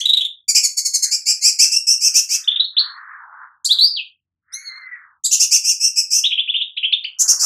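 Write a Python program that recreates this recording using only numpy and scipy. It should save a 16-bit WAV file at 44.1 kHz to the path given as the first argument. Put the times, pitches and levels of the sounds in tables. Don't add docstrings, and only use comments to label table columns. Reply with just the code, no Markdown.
import sys
import numpy as np
from scipy import signal
from scipy.fft import rfft, irfft, next_fast_len
from scipy.io import wavfile
from scipy.ndimage import uniform_filter1d, minimum_filter1d

SR = 44100
rng = np.random.default_rng(int(sys.argv[2]) if len(sys.argv) > 2 else 0)


def transcribe(signal):
    frames = np.atleast_2d(signal).T
    limited = np.clip(frames, -1, 1)
    pcm = np.round(limited * 32767).astype(np.int16)
    wavfile.write(sys.argv[1], SR, pcm)


N = 328545
TOP_HZ = 15500


def amp(db):
    return 10 ** (np.asarray(db) / 20)


def unit(x):
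    return x / np.sqrt(np.mean(x ** 2) + 1e-20)


def along(points, hz):
    freqs, values = np.transpose(points)
    return np.interp(np.log(hz + 1), np.log(freqs + 1), values)


def curves(rows):
    times, *columns = np.transpose(rows)
    t = np.arange(N) / SR
    gate = np.clip(np.minimum(t - times[0], times[-1] - t) / .01 + 1, 0, 1)
    return [gate] + [np.interp(t, times, column) for column in columns]


def wobble(rate, n):
    return np.interp(np.arange(n) * rate / SR, np.arange(8192), rng.standard_normal(8192))


def filtered(x, response):
    size = next_fast_len(len(x) + SR // 10)
    hz = np.fft.rfftfreq(size, 1 / SR)
    return irfft(rfft(x, size) * response(hz), size)[:len(x)]


def noise(spectrum, n=N):
    white = rng.standard_normal(max(n, SR // 4))[:n]
    return unit(filtered(white, lambda hz: amp(along(spectrum, hz))))


def phase(hz):
    return 2 * np.pi * np.cumsum(hz) / SR


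def add(track, s, sound):
    part = track[max(round(s * SR), 0):][:len(sound)]
    part += sound[:len(part)]


def in_room(x, wall_db, tail_db):
    # (frequency [Hz], time to fade by 60 dB [s])
    ring_times = [(500, 0.1), (3000, 0.31), (6000, 0.25), (10000, 0.24), (15000, 0.22)]
    hz, t, bands = signal.stft(rng.standard_normal(SR // 3), SR, nperseg=256)
    fade = amp(-60 * t / along(ring_times, hz)[:, None])
    tail = signal.istft(bands * fade, SR, nperseg=256)[1]
    tail *= 1 - np.exp(-np.arange(len(tail)) / SR / 0.0034)
    echo = amp(tail_db) * tail / np.linalg.norm(tail)
    delays_s = rng.uniform(0.0015, 0.013, size=8)
    echo[(delays_s * SR).astype(int)] += amp(wall_db) * rng.choice([-1, 1], size=8)
    echo[0] += 1
    return signal.fftconvolve(x, echo)


def gesture(length, top_hz, start, end, turn, swell, bend=1.7, attack_power=0.84, release_power=0.32):
    progress = np.linspace(0, 1, max(int(length * SR), 64))
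    turn, swell = np.clip([turn, swell], .05, .9)
    rise = np.clip(1 - progress / turn, 0, .9)
    fall = (progress - turn) / (1 - turn)
    pitch = top_hz * (1 + np.where(progress < turn, (start - 1) * rise ** bend, (end - 1) * fall ** 2))
    hump = np.abs(np.sin(np.pi * np.interp(progress, [0, swell, 1], [0, .5, 1])))
    pressure = hump ** np.where(progress < swell, attack_power, release_power)
    edges = np.tanh(np.minimum(progress, 1 - progress) * length / 0.00052) ** 2
    return pitch, pressure * edges


def room_rumble(rumble_db=-89):
    # (pitch [Hz], level [dB])
    hum_tones = [(86.1, -88), (134.6, -92.5), (172.3, -101)]
    # (frequency [Hz], relative level [dB])
    colour = [(15, -46.5), (25, -9.5), (81, 3), (134, -1.5), (156, -12), (224, -5.5), (281, -10),
              (500, -24.5), (650, -39), (1100, -120)]
    hum = sum(amp(db) * np.sin(phase(hz * (1 + 0.018 * wobble(20, N)))) for hz, db in hum_tones)
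    return amp(rumble_db) * noise(colour) + hum


def harsh_note(s, pitch, pressure, beat_share, coupling, jitter, beat_jitter, tilt_db, air_db):
    # (time [s], gain [dB])
    lowest_gain = [(.55, 4), (.8, -2), (1.1, -2), (1.6, 4), (1.87, -4.5), (2.25, 4.5), (5.3, 3.5),
                   (6.1, -3.5), (7.2, -15)]
    # (frequency [Hz], gain [dB])
    throat = [(900, -64.5), (1600, -34), (2150, -24.5), (2700, -19), (3200, -28), (3700, -22), (4400, -4.5),
              (5400, 1.5), (6700, -0.5), (7500, -1.5), (8400, -11), (10000, -12.5), (13000, -25.5),
              (15500, -29)]
    # (frequency [Hz], relative level [dB])
    air_colour = [(1200, -47), (1900, -31.5), (2700, -17), (3200, -13), (3650, -43), (4700, -1.5),
                  (6500, 20), (8200, -18.5), (10000, -8.5), (13000, 1), (15500, -14)]
    n = len(pitch)
    cycle = phase(pitch * (1 + jitter * wobble(1300, n)))
    beat = np.exp(1j * phase(pitch * (beat_share + beat_jitter * wobble(900, n))))
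    lags = np.exp(2j * np.pi * rng.random(size=6))
    harmonics = []
    for k, lag in enumerate(lags, 1):
        if k * pitch.mean() < TOP_HZ:
            pull = coupling * np.sqrt(k - .75) * beat * lag
            harmonics.append(amp(tilt_db * k) * unit(np.exp(1j * k * cycle + pull).real))
    flutter = unit(1 + 0.6 * wobble(600, n))
    harmonics[0] *= amp(np.interp(s, *np.transpose(lowest_gain))) * flutter
    voice = unit(filtered(sum(harmonics), lambda hz: amp(along(throat, hz))))
    puffs = noise(air_colour, n) * (1 + 1.4 * beat.real)
    unsteady = amp(1.3 * wobble(170, n))
    note = pressure * unsteady * (voice + amp(air_db) * coupling * puffs)
    return in_room(note, wall_db=-15.5, tail_db=-4.5)


def rasps(gain_db=3, hook=1.159):
    # (time [s], length [s], top pitch [Hz], relative level [dB], arch depth [0-1],
    # loudest point [0-1], how hard the two sides pull on each other [factor])
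    notes = [(0, 0.019, 2150, -29.5, 0.15, 0.3, 0.45), (0.545, 0.03, 2510, -9, 0.16, 1, 0.95),
             (1.107, 0.056, 2490, -18.5, 0.15, 0.33, 0.78), (1.254, 0.072, 2488, -16.5, 0.13, .66, 0.74),
             (1.409, 0.098, 2550, -15.5, 0.23, 0.65, 0.67), (1.585, 0.065, 2710, -9, 0.22, 0.65, 0.69),
             (1.712, .046, 2728, -17.5, .14, 0.37, 0.66), (1.759, .019, 2777, -13.5, .08, .46, 0.278),
             (1.866, 0.095, 2772, -15.5, 0.09, 0.21, 0.54), (2.002, 0.087, 2693, -15.5, 0.14, 0.72, 0.91),
             (2.137, 0.066, 2720, -13.5, .17, 0.5, 1.26), (2.284, 0.087, 2666, -19.5, 0.22, 0.68, 1.21),
             (3.645, 0.035, 4720, -17.5, 0.35, 0.21, 0.25), (5.237, 0.032, 3990, -15.5, 0.23, 0.67, 0.36),
             (5.308, 0.042, 3136, -11, 0.18, 0.98, 1.2), (5.394, 0.06, 2896, -14, 0.23, 0.28, 1.03),
             (5.507, 0.062, 2822, -11.5, .22, 0.63, 0.89), (5.633, 0.092, 2799, -15.5, 0.16, 0.73, 0.9),
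             (5.794, 0.1, 2744, -18, 0.09, 0.47, 0.64), (5.956, .055, 2624, -15.5, 0.07, 0.65, .65),
             (6.101, 0.11, 2744, -17.5, .13, 0.39, 1.01), (7.186, 0.042, 3390, -14, 0.22, 0.94, 1.03),
             (7.276, 0.047, 2886, -11, 0.23, 0.59, 1.05), (7.389, 0.083, 2754, -18, 0.27, 0.49, 1.13)]
    song = np.zeros(N)
    for s, length, top_hz, db, depth, swell, coupling in notes:
        pitch, pressure = gesture(length, top_hz, start=1 - depth, end=1 - hook * depth, turn=.73,
                                  swell=swell, bend=1.3, attack_power=1.07, release_power=0.74)
        note = harsh_note(s, pitch, pressure, beat_share=.09 + 0.66 * depth, coupling=coupling,
                          jitter=0.011 * coupling, beat_jitter=.04 * coupling,
                          tilt_db=-3.5 + 9 * depth, air_db=-11.5)
        add(song, s, amp(db + gain_db) * note)
    return song


def whistle(s, pitch, pressure, jitter=0.012, third_db=-4, fourth_db=-17, buzz_db=3, low_cut_hz=650):
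    # (time [s], relative level of overtones and buzz [dB])
    effort = [(.25, -22.5), (2.45, -58.5), (2.78, -46), (3.7, -23), (3.85, -27.5), (3.95, -57),
              (6.3, -60.5), (7.05, -42)]
    n = len(pitch)
    cycle = phase(pitch * (1 + jitter * wobble(1000, n)))
    strain = amp(np.interp(s + np.arange(n) / SR, *np.transpose(effort)))
    overtones = np.sin(2 * cycle) + amp(third_db) * np.sin(3 * cycle) + amp(fourth_db) * np.sin(4 * cycle)
    buzz = amp(buzz_db) * (wobble(3000, n) * overtones + wobble(2600, n) * np.sin(cycle))
    tone = np.sin(cycle) + strain * (overtones + buzz) / 2
    note = filtered(pressure * tone, lambda hz: 1 / (1 + (low_cut_hz / (hz + 1)) ** 4))
    return in_room(note, wall_db=-14, tail_db=-5)


def chips(gain_db=4, attack_s=0.0082):
    # (time [s], length [s], top pitch [Hz], relative level [dB])
    notes = [(.008, 0.022, 3480, -21), (0.054, 0.0081, 3840, -8), (0.089, 0.015, 3880, -9.5),
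             (0.132, 0.009, 3980, -7.5), (0.169, 0.01, 3818, -9.5), (0.207, 0.016, 3445, -16.5),
             (0.2465, 0.011, 3710, -16.5), (2.439, 0.011, 3700, -37.5), (2.475, 0.021, 3540, -12),
             (2.517, 0.0053, 3620, -15.5), (2.557, 0.0086, 3650, -14.5), (2.595, 0.017, 3918, -11),
             (2.64, 0.013, 4290, -24), (2.766, 0.0095, 3560, -13), (2.777, 0.038, 4425, -12),
             (3.785, 0.021, 4060, -12), (3.807, 0.019, 4390, -10.5)]
    song = np.zeros(N)
    for s, length, top_hz, db in notes:
        pitch, pressure = gesture(length, top_hz, start=.79, end=0.85, turn=.6, swell=attack_s / length,
                                  bend=2.1, attack_power=0.82, release_power=0.47)
        add(song, s, amp(db + gain_db) * whistle(s, pitch, pressure))
    return song


def chits(gain_db=2.5):
    # (time [s], length [s], top pitch [Hz], relative level [dB])
    notes = [(0.479, 0.034, 2407, -15.5), (0.63, 0.034, 2307, -14), (0.765, 0.036, 2273, -18.5),
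             (.846, 0.033, 2251, -17), (0.932, .034, 2238, -16.5), (1.02, 0.032, 2193, -15)]
    song = np.zeros(N)
    for s, length, top_hz, db in notes:
        pitch, pressure = gesture(length, top_hz, start=.92, end=.87, turn=0.34, swell=0.5,
                                  attack_power=1.4, release_power=0.48)
        note = harsh_note(s, pitch, pressure, beat_share=.4, coupling=0.42, jitter=.012,
                          beat_jitter=0.0636, tilt_db=0.6, air_db=-12)
        add(song, s, amp(db + gain_db) * note)
    return song


def hiss(width_hz=390, steepness=7, low_cut_hz=800):
    # (time [s], level [dB], centre of the band [Hz])
    stretches = [
        [(0.98, -78, 1870), (1.066, -44.5, 1891), (1.262, -71, 1770), (1.302, -50.5, 1628),
         (1.364, -63.5, 1850), (1.594, -71, 1850), (1.66, -50.5, 1788), (1.85, -105, 1590)],
        [(1.85, -90, 1590), (1.926, -57, 1368), (2.0, -70, 1380), (2.19, -50.5, 1738), (2.27, -70, 1757),
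         (2.348, -52, 1650), (2.62, -52.5, 1643), (2.72, -73.5, 1530)],
        [(2.72, -67.5, 1510), (2.812, -40.5, 1440), (3.176, -38, 1503), (3.292, -40, 1113),
         (3.438, -38.5, 1348), (3.672, -75, 1220), (3.734, -50, 1290), (4.1, -80.5, 1080)],
        [(4.42, -80.5, 1634), (4.53, -51.5, 1737), (4.608, -51, 1906), (4.782, -43.5, 1570), (4.94, -44, 1880),
         (4.958, -39, 1850), (5.158, -58, 1280), (5.22, -78.5, 1110)],
    ]
    track = np.zeros(N)
    for rows in stretches:
        gate, db, centre_hz = curves(rows)
        low_noise = filtered(rng.standard_normal(N),
                             lambda hz: 1 / np.sqrt(1 + (hz / width_hz) ** steepness))
        cycle = phase(centre_hz)
        band = unit(low_noise * np.cos(cycle) + np.roll(low_noise, SR) * np.sin(cycle))
        track += gate * amp(db + 1.3 * wobble(40, N)) * band
    return filtered(track, lambda hz: 1 / (1 + (low_cut_hz / (hz + 1)) ** 8))


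def sliding_whistles(gain_db=3):
    # (time [s], pitch [Hz], relative level [dB])
    slides = [
        [(3.692, 3150, -27), (3.713, 3720, -7.5), (3.724, 4050, -11.5), (3.731, 4750, -16)],
        [(3.829, 4450, -11.5), (3.853, 4720, -8.5), (3.861, 4750, -26), (3.874, 5080, -18.5),
         (3.886, 4850, -32), (3.953, 4600, -27.5), (3.974, 3300, -22.5), (3.998, 2600, -25), (4.012, 2420, -42)],
    ]
    song = np.zeros(N)
    for rows in slides:
        gate, pitch, db = curves(rows)
        pressure = gate ** 4 * amp(db + gain_db)
        sounding = np.flatnonzero(gate)
        s = sounding[0] / SR
        add(song, s, whistle(s, pitch[sounding], pressure[sounding]))
    return song


def whine(jitter=0.0145, gain_db=0.5):
    # (time [s], pitch [Hz], relative levels of harmonics 1, 2 and 3 [dB])
    path = [(4.525, 1683, -67, -58.5, -41.5), (4.543, 2037, -47, -29.5, -23),
            (4.577, 2155, -36.5, -49, -42.5), (4.635, 2226, -48, -50, -48), (4.681, 2133, -45, -25.5, -46),
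            (4.709, 2069, -37, -42.5, -67), (4.785, 2126, -43, -42, -62), (4.941, 1946, -32.5, -97, -100),
            (4.965, 1854, -42, -108, -89)]
    gate, pitch, first_db, second_db, third_db = curves(path)
    cycle = phase(pitch * (1 + jitter * wobble(400, N)))
    levels_db = [first_db, second_db, third_db, third_db - 30, third_db - 9, third_db - 22]
    tone = sum(amp(db + gain_db) * np.sin(k * cycle) for k, db in enumerate(levels_db, 1))
    return in_room(gate ** 4 * tone, wall_db=-15, tail_db=-6.5)[:N]


def double_chips(gain_db=4, overlap_s=0.0033, turn=0.818, swell=0.64):
    # (time [s], length [s], top pitch [Hz], relative level [dB], lead [s],
    # top pitch of the leading side [Hz])
    notes = [(6.251, 0.017, 3783, -12.5, 0.014, 3606), (6.317, 0.026, 3403, -17, 0.011, 3320),
             (6.387, 0.015, 3540, -14, .012, 3190), (6.478, 0.039, 3544, -18, 0.0041, 3000),
             (6.555, .017, 3603, -17.5, 0.016, 3215), (6.613, 0.014, 3674, -17, .011, 3390),
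             (6.772, 0.014, 3366, -19, 0.0066, 3910), (6.84, .018, 3390, -14, 0.012, 3080),
             (6.924, 0.017, 3647, -11, 0.00068, 4320), (7.044, .013, 3130, -20.5, 0.006, 4720)]
    song = np.zeros(N)
    for s, length, top_hz, db, lead_s, lead_hz in notes:
        leader = gesture(lead_s + overlap_s, lead_hz, start=.74, end=1, turn=turn, swell=swell)
        follower = gesture(length, top_hz, start=0.63, end=0.95, turn=turn, swell=swell)
        lead_db = -16 + 1050 * lead_s
        add(song, s - lead_s, amp(db + gain_db + lead_db) * whistle(s, *leader))
        add(song, s, amp(db + gain_db) * whistle(s, *follower))
    return song


def rustle():
    # (time [s], level [dB])
    loudness = [(7.1, -72), (7.162, -73), (7.218, -50), (7.332, -42.5), (7.398, -51.5), (7.45, -35)]
    # (frequency [Hz], relative level [dB])
    colour = [(24, -61), (40, -28), (325, -18.5), (391, -20.5), (727, -7), (791, -9), (1470, 0.5),
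              (2200, -17), (2860, -66.5), (4840, -120)]
    gate, db = curves(loudness)
    return gate * amp(db + 1.8 * wobble(50, N)) * noise(colour)


def scene():
    bird = chits() + rasps() + chips() + double_chips() + sliding_whistles() + whine()
    mono = bird + hiss() + room_rumble() + rustle()
    return np.array([mono, mono])


def record(dry, ceiling=.95):
    # (frequency [Hz], level [dB])
    threshold = [(100, -118), (600, -102), (2000, -81), (3500, -66.0), (6000, -71.5), (14000, -95.0)]
    hz, _, bands = signal.stft(dry[0], SR, nperseg=512)
    power = np.abs(uniform_filter1d(np.abs(bands) ** 2, size=5, axis=0))
    band_gain = power / (power + amp(along(threshold, hz))[:, None] ** 2)
    cleaned = signal.istft(bands * band_gain, SR, nperseg=512)[1][:N]
    safe_gain = np.minimum(1, ceiling / (np.abs(cleaned) + 1e-9))
    held_gain = minimum_filter1d(safe_gain, size=181)
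    smooth_gain = uniform_filter1d(uniform_filter1d(held_gain, size=91), size=91)
    mono = filtered(cleaned * smooth_gain, lambda hz: 1 / (1 + (hz / TOP_HZ) ** 160))
    return np.array([mono, mono])


dry = scene()
out = record(dry)
transcribe(out)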